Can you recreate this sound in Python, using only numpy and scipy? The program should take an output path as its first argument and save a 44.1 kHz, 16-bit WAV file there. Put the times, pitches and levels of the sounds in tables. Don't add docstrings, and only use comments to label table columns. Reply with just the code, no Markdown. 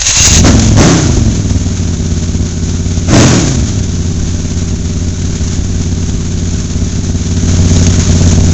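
import sys
import numpy as np
from scipy import signal
from scipy.fft import rfft, irfft, next_fast_len
from scipy.io import wavfile
from scipy.ndimage import uniform_filter1d, minimum_filter1d, map_coordinates

SR = 44100
rng = np.random.default_rng(int(sys.argv[2]) if len(sys.argv) > 2 else 0)


def digitize_waveform(pressure):
    field = np.atleast_2d(pressure).T
    bounded = np.clip(field, -1, 1)
    quanta = np.round(bounded * 32767).astype(np.int16)
    wavfile.write(sys.argv[1], SR, quanta)


N = 376173
TIME = np.arange(N) / SR

# a cylinder's arrival as a share of the cycle, accent in dB.
CYLINDER_BEAT = [(0.0, 0.5), (0.14, -1), (0.219, 1.26), (0.403, -5.5), (0.502, -5.5), (0.595, -1.5),
                 (0.794, -4.5), (0.912, -4.5)]
# frequency in Hz, spectrum level in dB.
GRIND_SPECTRUM = [(350, -30.5), (600, -13), (697, -18.5), (1080, -14), (1210, -18.5), (1820, -12),
                  (2500, -12), (2720, -5), (3000, -12), (3870, -7), (5110, -10), (6460, -1), (7660, -12),
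                  (9960, -58), (16900, -120)]


def amp(db):
    return 10 ** (np.asarray(db) / 20)


def unit(x):
    return x / np.sqrt(np.mean(x ** 2) + 1e-20)


def bump(offset, width):
    return np.exp(-(offset / width) ** 2)


def wobble(rate):
    return map_coordinates(rng.standard_normal(1024), [np.arange(N) * rate / SR], mode="wrap")


def filtered(x, response):
    size = next_fast_len(N + SR // 2)
    return irfft(rfft(x, size) * response(np.fft.rfftfreq(size, 1 / SR)), size)[:N]


def coloured(x, points):
    hz, db = np.transpose(points)
    return unit(filtered(x, lambda f: amp(np.interp(np.log(f + 1), np.log(hz + 1), db))))


def resonate(x, modes):
    return filtered(x, lambda f: sum(
        (-1) ** k * amp(db) * 1j * f * width / (hz * hz - f * f + 1j * f * width)
        for k, (hz, width, db) in enumerate(modes)))


def pulses(times, sizes):
    return np.bincount(np.clip(np.round(times * SR).astype(int), 0, N), sizes, N + 1)[:N]


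def bursts(train, decay_s):
    return signal.lfilter([1], [1, -np.exp(-1 / (decay_s * SR))], train)


def lag(x, seconds):
    keep = np.exp(-1 / (seconds * SR))
    return signal.lfilter([1 - keep], [1, -keep], x)


def breeze():
    # frequency in Hz, spectrum level in dB.
    rumble = [(3, -21), (12, -7), (30, -19), (60, -11.5), (200, -40), (800, -86.5)]
    # peak time in seconds, half length in seconds, swell in dB.
    gusts = [(4.406, 0.45, 4), (5.814, 1, 7)]
    gust_db = sum(db * bump(TIME - s, half) for s, half, db in gusts)
    return amp(-28.5 + gust_db + 0.96 * wobble(15)) * coloured(rng.standard_normal(N), rumble)


def clacks():
    # start in seconds, level in dB.
    knocks = [(0.016, -14), (0.066, -13), (0.594, -12), (7.765, -22), (7.867, -19.5)]
    times, db = np.transpose(knocks)
    envelope = bursts(pulses(times, amp(db)), decay_s=0.0064)
    return envelope * coloured(rng.standard_normal(N), GRIND_SPECTRUM)


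def valve_clatter(times, speed, oiled_s=2.4):
    # frequency in Hz, spectrum level in dB.
    clatter_spectrum = [(400, -10.5), (700, -11), (1000, -11.5), (1500, -10), (2000, -13), (2900, -12),
                        (3600, -8.5), (5000, -10), (6400, -0.5), (7000, -3.5), (7800, -16.5)]
    # frequency in Hz, width in Hz, gain in dB.
    cover_modes = [(1510, 56, 5.5), (2300, 190, 2.5), (3340, 650, -20.5), (4570, 160, -8.5),
                   (5930, 190, -7)]
    pattern_db = np.resize(np.transpose(CYLINDER_BEAT)[1], len(times))
    sizes = amp(.5 * pattern_db + 3 * rng.standard_normal(4096)[:len(times)])
    ticks = unit(bursts(bursts(pulses(times, sizes), decay_s=0.0084), decay_s=0.002))
    rattle, knocks = rng.standard_normal((2, N)) * (0.36 + ticks)
    metal = unit(coloured(rattle, clatter_spectrum) + amp(-18.5) * unit(resonate(knocks, cover_modes)))
    unoiled_db = 0.16 * np.clip(oiled_s - TIME, 0, 1)
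    return amp(-27.5 + unoiled_db + 0.64 * wobble(9.7)) * (speed / np.median(speed)) ** 0.73 * metal


def starter_drive(mesh_hz=740, spin_up_s=0.085, release_s=0.368):
    run_up = 1 - 0.58 * np.exp(-TIME / spin_up_s)
    compression_sag = 0.22 * bump(TIME - 0.13, 0.026)
    pace = run_up * (1 - compression_sag)
    kickback_db = 14.5 * (TIME - release_s)
    release_db = -330 * np.maximum(TIME - release_s, 0)
    return mesh_hz * pace, -11.5 + 9.5 * np.log2(pace) + kickback_db + release_db


def starter():
    # frequency in Hz, width in Hz, gain in dB.
    ring_modes = [(1953, 22, -14), (2040, 30, -14), (2400, 35, -7), (2757, 41, 4.5), (4040, 43, 1.5),
                  (4870, 25, 9), (6570, 690, 2.5)]
    mesh_hz, level_db = starter_drive()
    labour = wobble(30)
    teeth_passed = np.floor(np.cumsum(mesh_hz * (1 + .025 * labour)) / SR)
    teeth = np.diff(teeth_passed, prepend=0)
    grind = rng.standard_normal(N) * (0.73 + bursts(teeth, decay_s=0.00039)) * amp(1.1 * wobble(130))
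    ring = unit(resonate(unit(grind) + unit(teeth), ring_modes))
    return amp(level_db + 2.6 * labour) * unit(coloured(grind, GRIND_SPECTRUM) + amp(-4) * ring)


def pipes(train, soft_hz, heat=1):
    # frequency in Hz, width in Hz, gain in dB.
    pipe_modes = [(81.2, 51.5, 5.5), (200.7, 272, -15), (216.1, 14.1, -6), (390.4, 59, -16.5),
                  (597, 15, -13)]
    puffs = filtered(train, lambda f: -1 / (1 + 1j * f / soft_hz) ** 2)
    return resonate(puffs, [(hz * heat, width * heat, db) for hz, width, db in pipe_modes])


def side_branch(x, hz, width):
    return x - resonate(x, [(hz, width, 0)])


def coughs():
    # start in seconds, level in dB.
    lone_firings = [(0.091, -19), (0.172, -16.5), (0.203, -7), (0.274, -5), (0.333, -13), (0.366, 0),
                    (1.171, 0.5)]
    times, db = np.transpose(lone_firings)
    thumps = pipes(pulses(times, amp(db)), soft_hz=500)
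    return amp(db.max()) * thumps / np.abs(thumps).max()


def throttle(intake_s=0.081, flywheel_s=0.174):
    # start in seconds, hold in seconds, opening from 0 to 1.
    twists = [(0.435, 0.025, 0.48), (0.765, 0.045, 1), (3.075, 0.091, 0.915)]
    # time in seconds, engine cycles a second.
    idle_speeds = [(0.3, 12.95), (0.45, 19.21), (1.65, 18.94), (1.9, 17.21), (3.0, 17.78), (4.0, 17.57),
                   (5.5, 17.76), (7.2, 17.96), (8.53, 17.75)]
    pull, friction = 113, 0.554
    opening = sum(share * ((TIME >= s) & (TIME < s + held)) for s, held, share in twists)
    charge = lag(opening, intake_s)
    idle = np.interp(TIME, *np.transpose(idle_speeds))
    return charge, idle + np.maximum(pull * lag(charge, flywheel_s) - friction, 0)


def revs(speed):
    return np.clip((speed - 21) / 19, 0, 1)


def firings(speed, jitter=0.0016):
    # time in seconds, level change in dB.
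    stumbles = [(1.722, 1.5), (1.772, -11), (2.519, -11.5), (4.062, 0.5), (5.182, -13.5), (5.641, -15),
                (6.929, -10), (7.934, -11), (8.05, -22)]
    cycles = np.cumsum(speed) / SR
    share, accent_db = np.transpose(CYLINDER_BEAT)
    due = (np.arange(int(cycles[-1]) + 1)[:, None] + share).ravel()
    time_luck, size_luck = rng.standard_normal((4096, 2))[:len(due)].T
    times = np.interp(due, cycles, TIME, right=N / SR + 1)
    pace = np.interp(times, TIME, speed)
    off_idle = np.clip(np.abs(pace - np.median(speed)) / 3.3, 0, 1)
    scatter_db = 1.99 + 2.16 * off_idle * (1 - revs(pace))
    stumble_db = sum(db * bump(times - s + 0.0058, 0.0062) for s, db in stumbles)
    shift_s = jitter * scatter_db * time_luck / pace
    return times + shift_s, amp(np.resize(accent_db, len(due)) + scatter_db * size_luck + stumble_db)


def combustion(charge, speed, all_firing_s=0.32, warm_s=2.7, warming_s=1.5):
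    bark = amp(10.5 * bump(TIME - 0.477, 0.04))
    cold = np.clip((warm_s - TIME) / warming_s, 0, 1)
    fade_in = amp(-172 * np.maximum(all_firing_s - TIME, 0))
    thump_db = -15 + 5 * np.log2(speed / np.median(speed)) + cold
    thump = amp(thump_db) * (1 + 3.73 * charge * np.sqrt(bark))
    rasp = amp(-39) + amp(-24) * revs(speed) + amp(-4) * charge ** 0.9 * bark
    return fade_in * thump, fade_in * rasp * amp(3 * cold)


def exhaust(train, charge, speed):
    # frequency in Hz, spectrum level in dB.
    jet_spectrum = [(120, -19), (260, 12), (380, 1.5), (480, -11.5), (560, -0.5), (700, -3.5), (900, -9.5),
                    (1400, -8.5), (2500, -15), (4500, -16), (6500, -8.5), (7800, -20)]
    puffs = train / np.sqrt(speed)
    cool = unit(side_branch(pipes(puffs, soft_hz=431), hz=290.3, width=7.4))
    quick_puffs = filtered(puffs, lambda f: (1j * f) ** 2 / (92 ** 2 - f * f + 1j * f * 70))
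    hot = unit(pipes(quick_puffs, soft_hz=302, heat=1.38))
    hot_mix = revs(speed) ** 1.05
    body = np.sqrt(1 - hot_mix ** 2) * cool + hot_mix * hot
    jet = coloured(rng.standard_normal(N) * bursts(train, decay_s=0.021), jet_spectrum)
    thump, rasp = combustion(charge, speed)
    return thump * body + rasp * jet


def scene():
    charge, speed = throttle()
    times, sizes = firings(speed)
    engine = exhaust(pulses(times, sizes), charge, speed) + valve_clatter(times, speed)
    return (starter() + coughs() + engine + clacks() + breeze())[None]


def gain_control(x, full_db, threshold_db, slope, hold_s):
    level_db = 10 * np.log10(np.abs(uniform_filter1d(x ** 2, size=2500)) + 1e-9)
    wanted_db = full_db - slope * np.maximum(level_db - threshold_db, 0)
    half_hold = int(hold_s * SR / 2)
    held_db = minimum_filter1d(wanted_db, 2 * half_hold + 1, origin=half_hold, mode="nearest")
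    creeping_db = uniform_filter1d(held_db, size=17001, origin=8500, mode="nearest")
    return x * amp(uniform_filter1d(np.minimum(held_db, creeping_db), size=2000))


def overload(x, top, knee):
    return x / (1 + np.abs(x / top) ** knee) ** (1 / knee)


def record(dry):
    top_hz = 7850
    ducked = gain_control(dry[0], full_db=10.5, threshold_db=-9.0, slope=0.77, hold_s=4.0)
    squashed = overload(ducked, top=.95, knee=4.5)
    return filtered(squashed, lambda f: 1 / np.sqrt(1 + (f / top_hz) ** 120))[None]


dry = scene()
out = record(dry)
digitize_waveform(out)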